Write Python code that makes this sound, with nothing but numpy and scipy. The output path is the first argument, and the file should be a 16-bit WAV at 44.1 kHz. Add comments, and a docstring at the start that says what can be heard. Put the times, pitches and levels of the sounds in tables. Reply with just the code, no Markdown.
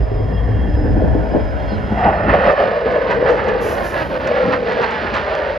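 """A fighter jet climbs past an airshow crowd: a dull rumble, then from 2 s a tearing, crackling roar.
Swirls in its exhaust make the rumble, and steep pressure fronts (shocks) make the crackle.
Churning air makes the roar surge. The echo off the ground lags more as the jet rises, so the pitches
it cancels slide downwards. A parked turbine whines faintly over a soft hiss of air; close by there
are two small chirps and a swish like a nylon sleeve."""
import sys
import numpy as np
from scipy import signal
from scipy.fft import rfft, irfft, next_fast_len
from scipy.io import wavfile
from scipy.ndimage import uniform_filter1d, minimum_filter1d, map_coordinates

SR = 44100
rng = np.random.default_rng(int(sys.argv[2]) if len(sys.argv) > 2 else 0)


def digitize_waveform(pressure):
    """Quantize a signal to 16-bit integers and store it at the path in sys.argv[1].

    Rows of a 2-D input are taken as channels; values are limited to [-1, 1].
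    """
    field = np.atleast_2d(pressure).T
    bounded = np.clip(field, -1, 1)
    quanta = np.round(bounded * 32767).astype(np.int16)
    wavfile.write(sys.argv[1], SR, quanta)


N = 246059


def amp(db):
    """Turn decibels into a gain."""
    return 10 ** (np.asarray(db) / 20)


def unit(x):
    """Scale x to an average strength (rms) of 1."""
    return x / np.sqrt(np.mean(x ** 2) + 1e-20)


def along(points, hz):
    """Read (f/Hz, value) points at hz, on a log frequency axis."""
    f, v = np.transpose(points)
    return np.interp(np.log(hz + 1), np.log(f), v)


def gain_of(colour, hz):
    """Gain at hz of a colour: a spectrum of (f/Hz, level/dB) points, falling steeply past the last."""
    return amp(along(colour, hz)) / np.maximum(hz / colour[-1][0], 1) ** 10


def curves(rows):
    """Join timed points with straight lines: one curve for each column after the time."""
    times, *columns = np.transpose(rows)
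    return [np.interp(np.arange(N) / SR, times, column) for column in columns]


def swells(events):
    """Bell-shaped rises and dips of level: one dB curve for each gain column."""
    times, width, *gains = np.transpose(events)
    bells = np.exp(-((np.arange(N) / SR - times[:, None]) / width[:, None]) ** 2 / 2)
    return np.array(gains) @ bells


def wobble(rate):
    """A smooth curve through rate random values a second."""
    return map_coordinates(rng.standard_normal(int(N * rate / SR) + 4), [np.arange(N) * rate / SR])


def filtered(x, response):
    """Change the gain and phase of each frequency in x by response(hz)."""
    size = next_fast_len(N + SR // 2)
    return irfft(rfft(x, size) * response(np.fft.rfftfreq(size, 1 / SR)), size)[..., :N]


def rush(colour):
    """Steady noise of this colour, rms 1."""
    return unit(filtered(rng.standard_normal(N), lambda hz: gain_of(colour, hz)))


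def gliding(colour, pitch, centre_hz):
    """Noise played faster or slower, so that centre_hz of its colour follows the pitch curve."""
    place = np.cumsum(curves(pitch)[0] / centre_hz)
    size = 2 * next_fast_len(N)
    noise = irfft(rfft(rng.standard_normal(size)) * gain_of(colour, np.fft.rfftfreq(size, 1 / SR)))
    return unit(map_coordinates(noise, [place], mode="mirror"))


def steadied(x, size):
    """Even out chance swells that last longer than size samples."""
    power = uniform_filter1d(uniform_filter1d(x ** 2, size), size)
    return x / np.sqrt(np.abs(power) + 1e-9)


def snap(colour, size=1024):
    """One pressure front: a sudden pulse of this colour, peak 1."""
    cepstrum = irfft(np.log(gain_of(colour, np.fft.rfftfreq(size, 1 / SR)) + 1e-6))
    # pack the energy at the start of the pulse (minimum phase)
    cepstrum[1:size // 2] *= 2
    cepstrum[size // 2 + 1:] = 0
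    pulse = irfft(np.exp(rfft(cepstrum)))
    return pulse / np.abs(pulse).max()


def shock_train(colour, rate, spread):
    """Steep fronts arrive at random, rate a second; the tallest are held to a limit."""
    arrivals = rng.random(N) < rate / SR
    fronts = arrivals * np.exp(spread * np.minimum(rng.standard_normal(N), 2))
    return unit(signal.fftconvolve(fronts - fronts.mean(), snap(colour))[:N])


def bursts(events, colour, rate):
    """Each strong shock is one front and a dying cluster of weaker ones, rate a second."""
    out, t = np.zeros(N + SR), np.arange(SR // 10) / SR
    pulse = snap(colour)
    for start, db, decay_s in events:
        fronts = (rng.random(len(t)) < rate / SR) * rng.random(len(t)) * np.exp(-t / decay_s)
        fronts[0] = 1
        out[round(start * SR):][:len(t)] += amp(db) * np.convolve(fronts, pulse)[:len(t)]
    return out[:N]


def exhaust_rumble():
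    """Big swirls in the exhaust make a deep rumble and, just above it, the body of the sound."""
    # slow course of the bass: t/s, rumble/dB, body/dB
    bass = [(0, -10.5, -30), (.5, -15.5, -25), (1, -15.5, -18), (1.55, -20, -27), (2.35, -25, -23),
            (2.7, -37, -31.5), (3.25, -29.5, -23.5), (3.9, -31, -28.5), (5.1, -37.5, -30),
            (5.58, -30.5, -34)]
    # booms and lulls of the swirls: t/s, width/s, rumble gain/dB, body gain/dB
    eddies = [(0.091, 0.031, -9, -8.5), (0.202, 0.029, -4, 2), (0.307, 0.034, -6.5, 1),
              (0.391, 0.016, 0.5, -11), (0.498, 0.015, 2.5, 2), (0.638, 0.02, -2, 2),
              (0.755, 0.031, 2.0, -4.0), (0.935, 0.016, 5, -4.5), (1.121, 0.016, 5.5, -5.5),
              (1.274, 0.035, -3.5, -1.5), (1.433, 0.015, 5, -0.5), (1.723, 0.027, 2, 4.5),
              (1.925, 0.012, 4, 7.5), (2.06, 0.019, 4, 11), (2.293, 0.033, 9, 8), (2.472, 0.036, 4.5, 5.0),
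              (2.559, 0.019, -4, -7), (2.654, 0.032, 6.5, 8), (2.895, 0.03, 5.5, 7.5), (4.495, 0.042, 5, 9),
              (5.126, 0.071, 10, 4), (5.28, 0.022, 8.5, -5.5)]
    # centre of the rumble: t/s, f/Hz
    rumble_pitch = [(0, 57.23), (2.399, 60.07), (3.201, 76.03), (5.58, 82.04)]
    # spectra of the two layers: f/Hz, level/dB
    rumble_colour = [(15, -26.5), (25, -5), (38, 15.5), (48, 9), (58, 15.5), (76, 5.5), (108, 3),
                     (150, -16.5)]
    body_colour = [(60, -37), (120, 2), (185, 6), (310, 3.5), (450, 1.5), (600, -11.5)]
    rumble_db, body_db = curves(bass) + swells(eddies)
    rumble = steadied(gliding(rumble_colour, rumble_pitch, centre_hz=57.04), size=3200)
    body = steadied(rush(body_colour), size=2200)
    return amp(rumble_db + 0.22 * wobble(22)) * rumble + amp(body_db - 1.33 + 2 * wobble(60)) * body


def roar_core():
    """The middle of the roar narrows to a falling howl as the jet draws level with the crowd."""
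    # the howl's part of the power: t/s, share/0-1
    focus = [(0, 0.27), (1.85, 0), (2, 0.95), (2.3, .55), (2.5, 0.78), (3.3, 0.93), (4.3, 0.83),
             (5.58, 0.65)]
    # centre of the howl, sliding with the jet's motion (Doppler): t/s, f/Hz
    howl_pitch = [(1.85, 650), (1.97, 760), (2.06, 790), (2.14, 650), (2.442, 565), (2.518, 600),
                  (2.64, 570), (2.84, 500), (2.919, 530), (3.3, 505), (3.68, 505), (3.791, 620),
                  (3.901, 555), (4.38, 560), (4.799, 490), (5.1, 570), (5.58, 570)]
    # spectra of the narrow howl and the broad roar: f/Hz, level/dB
    howl_colour = [(240, -54.5), (395, -12), (460, 2), (540, -1), (615, -5.5), (710, -16), (930, -25.5)]
    broad_colour = [(240, -30.5), (420, 5.5), (620, 2.5), (850, -11.5), (1150, -16)]
    share = np.clip(curves(focus)[0], 0, 1)
    howl = gliding(howl_colour, howl_pitch, centre_hz=502)
    return steadied(np.sqrt(share) * howl + np.sqrt(1 - share) * rush(broad_colour), size=1100)


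def exhaust_roar():
    """The core, tearing and crackle of the exhaust surge and flutter in the air on the way."""
    # the roar leaps as the nozzle turns to the crowd: t/s, core/dB, tearing/dB, crackle/dB
    levels = [(0, -26.5, -40.5, -53.5), (.6, -28.5, -38.5, -54.5), (1.15, -23.5, -37, -52),
              (1.88, -29.5, -32, -47.5), (2.15, -18.5, -23, -46.5), (2.45, -18, -19.5, -36.5),
              (2.8, -23.5, -26.5, -39.5), (3.3, -16.5, -26, -41), (3.9, -20.5, -28, -39),
              (4.4, -17.5, -27, -36.5), (4.9, -26, -25, -33.5), (5.58, -26, -32.5, -41.5)]
    # surges and fades in churning air: t/s, width/s, core gain/dB, treble gain/dB
    surges = [(1.355, 0.02, 8, 0.5), (1.996, 0.021, 6.5, 3), (2.049, 0.015, 5, 9), (2.075, 0.021, 11.5, 3),
              (2.231, 0.055, -2.5, -3.0), (2.301, 0.014, -4, 8), (2.345, 0.013, 7, 6), (2.496, 0.029, 7, 3),
              (2.538, 0.0071, 6, -6), (2.558, 0.011, -10.5, -1), (2.618, 0.021, 9.5, 2.5),
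              (2.777, 0.073, 5, -1.5), (2.843, 0.0059, -4, -5.5), (2.908, 0.042, 5.5, 1.5),
              (2.982, 0.014, 5, -1), (3.115, 0.018, -2, 8), (3.229, 0.012, 3.5, 0.5), (3.29, 0.023, 1, 8),
              (3.319, 0.026, 4.5, -1), (3.392, 0.021, -6, 3.5), (3.491, 0.013, 1.5, 5),
              (3.669, 0.004, 5.5, 6.5), (3.78, 0.0076, 5, 2.5), (3.903, 0.028, -7.5, -2),
              (4.007, 0.041, 2.0, 6.5), (4.079, 0.034, -8.5, -5), (4.189, 0.012, -4, -8),
              (4.222, 0.013, -11, 0.5), (4.275, 0.0078, -1, 1.5), (4.369, 0.012, 1.5, 4.5),
              (4.426, 0.036, 1, 2), (4.538, 0.011, -0.5, 10), (4.615, 0.047, -0.5, -5.5),
              (4.691, 0.023, 5.5, 3), (4.792, 0.021, 8, 0), (4.838, 0.013, -2, 6.0), (5.078, 0.01, -5, 3.5),
              (5.118, 0.011, -3, -3.5), (5.161, 0.018, 4.5, 10), (5.396, 0.13, 6, 4)]
    # spectra of the fronts: f/Hz, level/dB
    tear_colour = [(400, -35), (780, 7.5), (950, 7), (1300, 2), (1700, -1), (2300, -10.5), (2900, -11.5),
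                   (3500, -27)]
    crackle_colour = [(600, -46.5), (2000, 7.5), (2700, 6.5), (3100, 4.5), (3500, 2.5), (4300, 1),
                      (5000, -3.5), (5600, -12.5), (7000, -24.5), (8500, -36.5), (13000, -43)]
    steepening = 0.79  # louder fronts get steeper: dB of crackle per dB of treble surge
    core_db, tear_db, crackle_db = curves(levels)
    core_surge_db, treble_surge_db = swells(surges)
    flutter = wobble(63)
    treble_db = treble_surge_db + 0.57 * flutter + 0.22 * wobble(22)
    core = amp(core_db + core_surge_db - 0.8 + 1.5 * flutter) * roar_core()
    tear = amp(tear_db + treble_db - 0.3) * shock_train(tear_colour, rate=7000, spread=.32)
    crackle = shock_train(crackle_colour, rate=2400, spread=.52)
    return core + tear + amp(crackle_db + steepening * treble_db - .2) * crackle


def over_ground(x, bounce=.42, dull_hz=3000, thin_hz=230):
    """The direct sound plus its echo off the ground, which has less treble and bass."""
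    # the echo's delay grows as the jet rises: t/s, lag/ms
    echo_lag = [(0, .8), (2, 1.5), (2.5, 1.6), (3, 1.85), (3.8, 2.78), (4.6, 3.9), (5, 4.7), (5.58, 5.4)]
    lag_ms, = curves(echo_lag)
    soft = filtered(x, lambda hz: hz ** 2 / (hz ** 2 + thin_hz ** 2) / (1 + (hz / dull_hz) ** 2))
    echo = map_coordinates(soft, [np.arange(N) - lag_ms * SR / 1000], order=1)
    return (x + bounce * echo) / np.sqrt(1 + bounce ** 2)


def airfield(x, count=15):
    """Echoes from all around, different in each ear, blend through count patterns as the jet moves."""
    # how long the echoes last: f/Hz, time to fade by 60 dB/s
    fade_times = [(100, 0.26), (1000, 0.11), (8000, 0.064)]
    # low notes roll round the airfield most: f/Hz, gain/dB
    scatter_colour = [(40, -12), (60, -9), (90, -3), (140, 4.5), (250, -1.5), (1500, 0), (5000, -7)]
    wet, place = np.zeros((2, N)), np.linspace(0, count - 1, N)
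    for k in range(count):
        hz, t, noise = signal.stft(rng.standard_normal((2, SR // 3)), SR, nperseg=256)
        tail = signal.istft(noise * amp(-60 * t / along(fade_times, hz)[:, None]), SR, nperseg=256)[1]
        tail /= np.linalg.norm(tail[0])
        near = np.flatnonzero(np.abs(place - k) < 1)
        piece = x[near] * np.cos(np.pi / 2 * (place[near] - k))
        echoes = signal.fftconvolve(piece[None], tail, axes=1)[:, :N - near[0]]
        wet[:, near[0]:near[0] + echoes.shape[1]] += echoes
    return filtered(wet, lambda hz: gain_of(scatter_colour, hz))


def microphone_openings(x):
    """The right opening rings hollowly in the upper middle, and sound reaches it a little late."""
    # right against left: f/Hz, gain/dB
    right_gain = [(100, -0.5), (450, -0.4), (1100, 0.5), (1300, 3.5), (1560, 10), (1625, 6), (1710, 11),
                  (1850, 9), (2300, 4.5), (3200, 2), (3600, -0.5)]
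    # right behind left: f/Hz, lag/rad
    right_lag = [(60, 0), (150, .3), (550, .35), (860, .7), (1250, 1.5), (1500, 2), (1630, 2.4),
                 (1680, -.3), (2400, 0), (3300, .7), (3600, 0)]

    def response(hz):
        right = amp(along(right_gain, hz)) * np.exp(-1j * along(right_lag, hz))
        return np.array([np.ones_like(right), right])
    return filtered(x, response)


def jet():
    """Low and far, much of the jet's sound is scattered; as it climbs the direct path takes over."""
    # scattered sound against direct sound: t/s, gain/dB
    scatter_level = [(0, -6.5), (1.8, -5), (2.1, -14), (5.58, -11)]
    source = exhaust_rumble() + exhaust_roar() + thumps() + cracks()
    scatter = amp(curves(scatter_level)[0])
    arriving = over_ground(source) + scatter * airfield(source)
    return microphone_openings(arriving) / np.sqrt(1 + .5 * scatter ** 2)


def open_air():
    """A faint hiss of open air, nearly the same in both ears."""
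    # strength of the hiss: t/s, level/dB
    level = [(0, -60), (2, -55), (2.6, -67.5), (3.5, -61.5), (4.4, -58), (5.58, -59.5)]
    # its spectrum: f/Hz, level/dB
    colour = [(1000, -4), (4000, -4), (6500, -8.5), (8300, -14.5), (11500, -17), (14500, -32)]
    return amp(curves(level)[0]) * (rush(colour) + 0.059 * np.array([[1], [-1]]) * rush(colour))


def blade_tone(hz, drift_hz, flicker_db):
    """The tone of spinning blades, which the breeze makes waver and flicker."""
    pitch = hz + drift_hz * (wobble(300) + .4 * wobble(25))
    gain = amp(flicker_db * (.7 * wobble(24) + .9 * wobble(80)))
    return gain * np.sqrt(2) * np.sin(2 * np.pi * np.cumsum(pitch) / SR)


def turbine(low_db=-58, high_db=-59.5, hold_s=2.3, fade_db_per_s=2.5):
    """Two blade tones of a distant turbine swell on the breeze, then fade."""
    # the breeze carries the whine closer or away: t/s, width/s, low tone gain/dB, high tone gain/dB
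    breeze = [(.37, .042, 11, 2), (.61, .09, 8, -3), (.79, .045, 0, 7.5), (.87, .052, -6, 1),
              (1.15, .13, 1, -1), (1.41, .03, 6, 4), (1.5, .035, 2, 8), (1.65, .07, 7.5, 0),
              (1.73, .045, 2, 8.5), (1.98, .08, 9, 4), (2.17, .06, -3, 3), (2.49, .05, 6, 6)]
    # tones that go with the low one: f/Hz, level against it/dB
    partner_tones = [(1835, 1), (2778, -6)]
    fade_db = fade_db_per_s * np.maximum(np.arange(N) / SR - hold_s, 0)
    low_swell_db, high_swell_db = swells(breeze) - fade_db
    low = blade_tone(3247, drift_hz=23, flicker_db=2.4)
    partners = sum(amp(db) * blade_tone(hz, drift_hz=20, flicker_db=3) for hz, db in partner_tones)
    high = blade_tone(5062, drift_hz=42, flicker_db=3)
    return amp(low_db + low_swell_db) * (low + partners) + amp(high_db + high_swell_db) * high


def thumps(decay_s=.006):
    """Blunt shocks arrive while the jet is still low and far."""
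    # the shocks: t/s, relative level/dB
    shocks = [(.116, -22), (.204, -21), (.487, -21), (.774, -20), (.854, -17), (.968, -12), (1.022, -9),
              (1.151, -8.5), (1.322, -13), (1.348, -5), (1.360, -9.5), (1.720, -17)]
    # their dull spectrum: f/Hz, level/dB
    colour = [(60, -16.5), (200, 1), (430, 11.5), (650, -6), (1000, -26), (3000, -51.5)]
    return amp(6.5) * bursts([(start, db, decay_s) for start, db in shocks], colour, rate=230)


def chirps(width_s=.031, fall_hz_per_s=3800, quicken_hz_per_s=450):
    """Two buzzy chirps, perhaps a small bird: quickening pulses through a falling resonance."""
    # the middle of each chirp: t/s, level/dB
    calls = [(1.728, -46), (2.169, -52)]
    out = np.zeros(N)
    for at, db in calls:
        t = np.arange(N) / SR - at
        near = np.clip(t, -.1, .1)
        buzz_hz = 205 + quicken_hz_per_s * near
        centre_hz = 4200 - fall_hz_per_s * near
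        phase = 2 * np.pi * np.cumsum(buzz_hz + 3 * wobble(300)) / SR
        voice = sum(np.exp(-((k * buzz_hz - centre_hz) / 240) ** 2) * np.sin(k * phase)
                    for k in range(14, 29))
        out += amp(db) * np.exp(-(t / width_s) ** 2 / 2) * voice
    return out


def cracks():
    """The strongest shocks stand out of the crackle as single snaps or longer rips."""
    # the shocks: t/s, relative level/dB, decay time/s
    shocks = [(2.47, -33.5, 0.028), (2.524, -34.5, 0.0069), (2.918, -28.5, 0.0039), (2.974, -38.5, .006),
              (3.023, -36.5, .005), (3.111, -30.5, 0.014), (3.145, -32.5, 0.0073), (3.29, -29.5, 0.056),
              (3.44, -34.5, 0.011), (3.483, -27.5, 0.01), (3.985, -33.5, 0.017), (4.018, -30.5, .008),
              (4.273, -21.5, 0.0079), (4.462, -33.5, 0.012), (4.524, -29, 0.0056), (4.723, -28.5, 0.0065),
              (4.82, -30, 0.026), (4.909, -29, 0.0093), (5.142, -26.5, .03), (5.352, -22, 0.0027)]
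    # their bright spectrum: f/Hz, level/dB
    colour = [(500, -9), (2000, 3.5), (4500, -5), (6500, -11), (8500, -22), (13000, -35)]
    return amp(5.5) * bursts(shocks, colour, rate=1500)


def sleeve(attack_s=.028, release_s=.025, settle_db=-4.5, settle_s=.18):
    """Fine threads slide over each other in two quick strokes, then the cloth settles."""
    # the strokes: start/s, length/s, level/dB
    strokes = [(3.6, 0.14, -43), (3.821, 0.082, -45)]
    # spectrum of the swish: f/Hz, level/dB
    colour = [(2500, -43.5), (5000, 6), (6500, 3.5), (8500, -6), (10000, 5.5), (11300, 1), (13000, -1),
              (14500, -6)]
    t, power = np.arange(N) / SR, np.zeros(N)
    for start, length, db in strokes:
        rise = np.clip((t - start) / attack_s, 0, 1)
        after = np.maximum(t - start - length, 0)
        release = np.maximum(np.exp(-after / release_s), amp(settle_db) * np.exp(-after / settle_s))
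        power += (amp(db) * rise * release) ** 2
    swish = rush(colour) + .3 * np.array([[1], [-1]]) * rush(colour)
    return np.sqrt(power) * swish


def limited(x, size, ceiling_db=-.5):
    """Ease the gain down, over size samples, around peaks that would pass the ceiling."""
    needed = np.minimum(1, amp(ceiling_db) / (np.abs(x).max(axis=0) + 1e-9))
    return x * uniform_filter1d(minimum_filter1d(needed, 2 * size), size)


def scene():
    """The jet over the small sounds of the airfield; the treble reaches the left side late."""
    # left phase minus right phase: f/Hz, lead/rad
    left_lead = [(5000, 0), (6900, -1.2), (8400, -3.1), (10000, -4.5), (11100, -5.7), (13000, -6.5),
                 (14300, -8)]
    sound = jet() + open_air() + turbine() + chirps() + sleeve()
    return filtered(sound, lambda hz: np.exp(1j * along(left_lead, hz) * np.array([[.5], [-.5]])))


def record(dry, bottom_hz=36, top_hz=14600):
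    """Cut the deepest bass, hold down the peaks, fade both ends and cut the highest treble."""
    lean = filtered(dry, lambda hz: 1 - 1 / (1 + (hz / bottom_hz) ** 8))
    end_fades = np.minimum(1, np.minimum(np.arange(N), np.arange(N)[::-1]) / 200)
    return filtered(limited(lean, size=128) * end_fades, lambda hz: hz < top_hz)


dry = scene()
out = record(dry)
digitize_waveform(out)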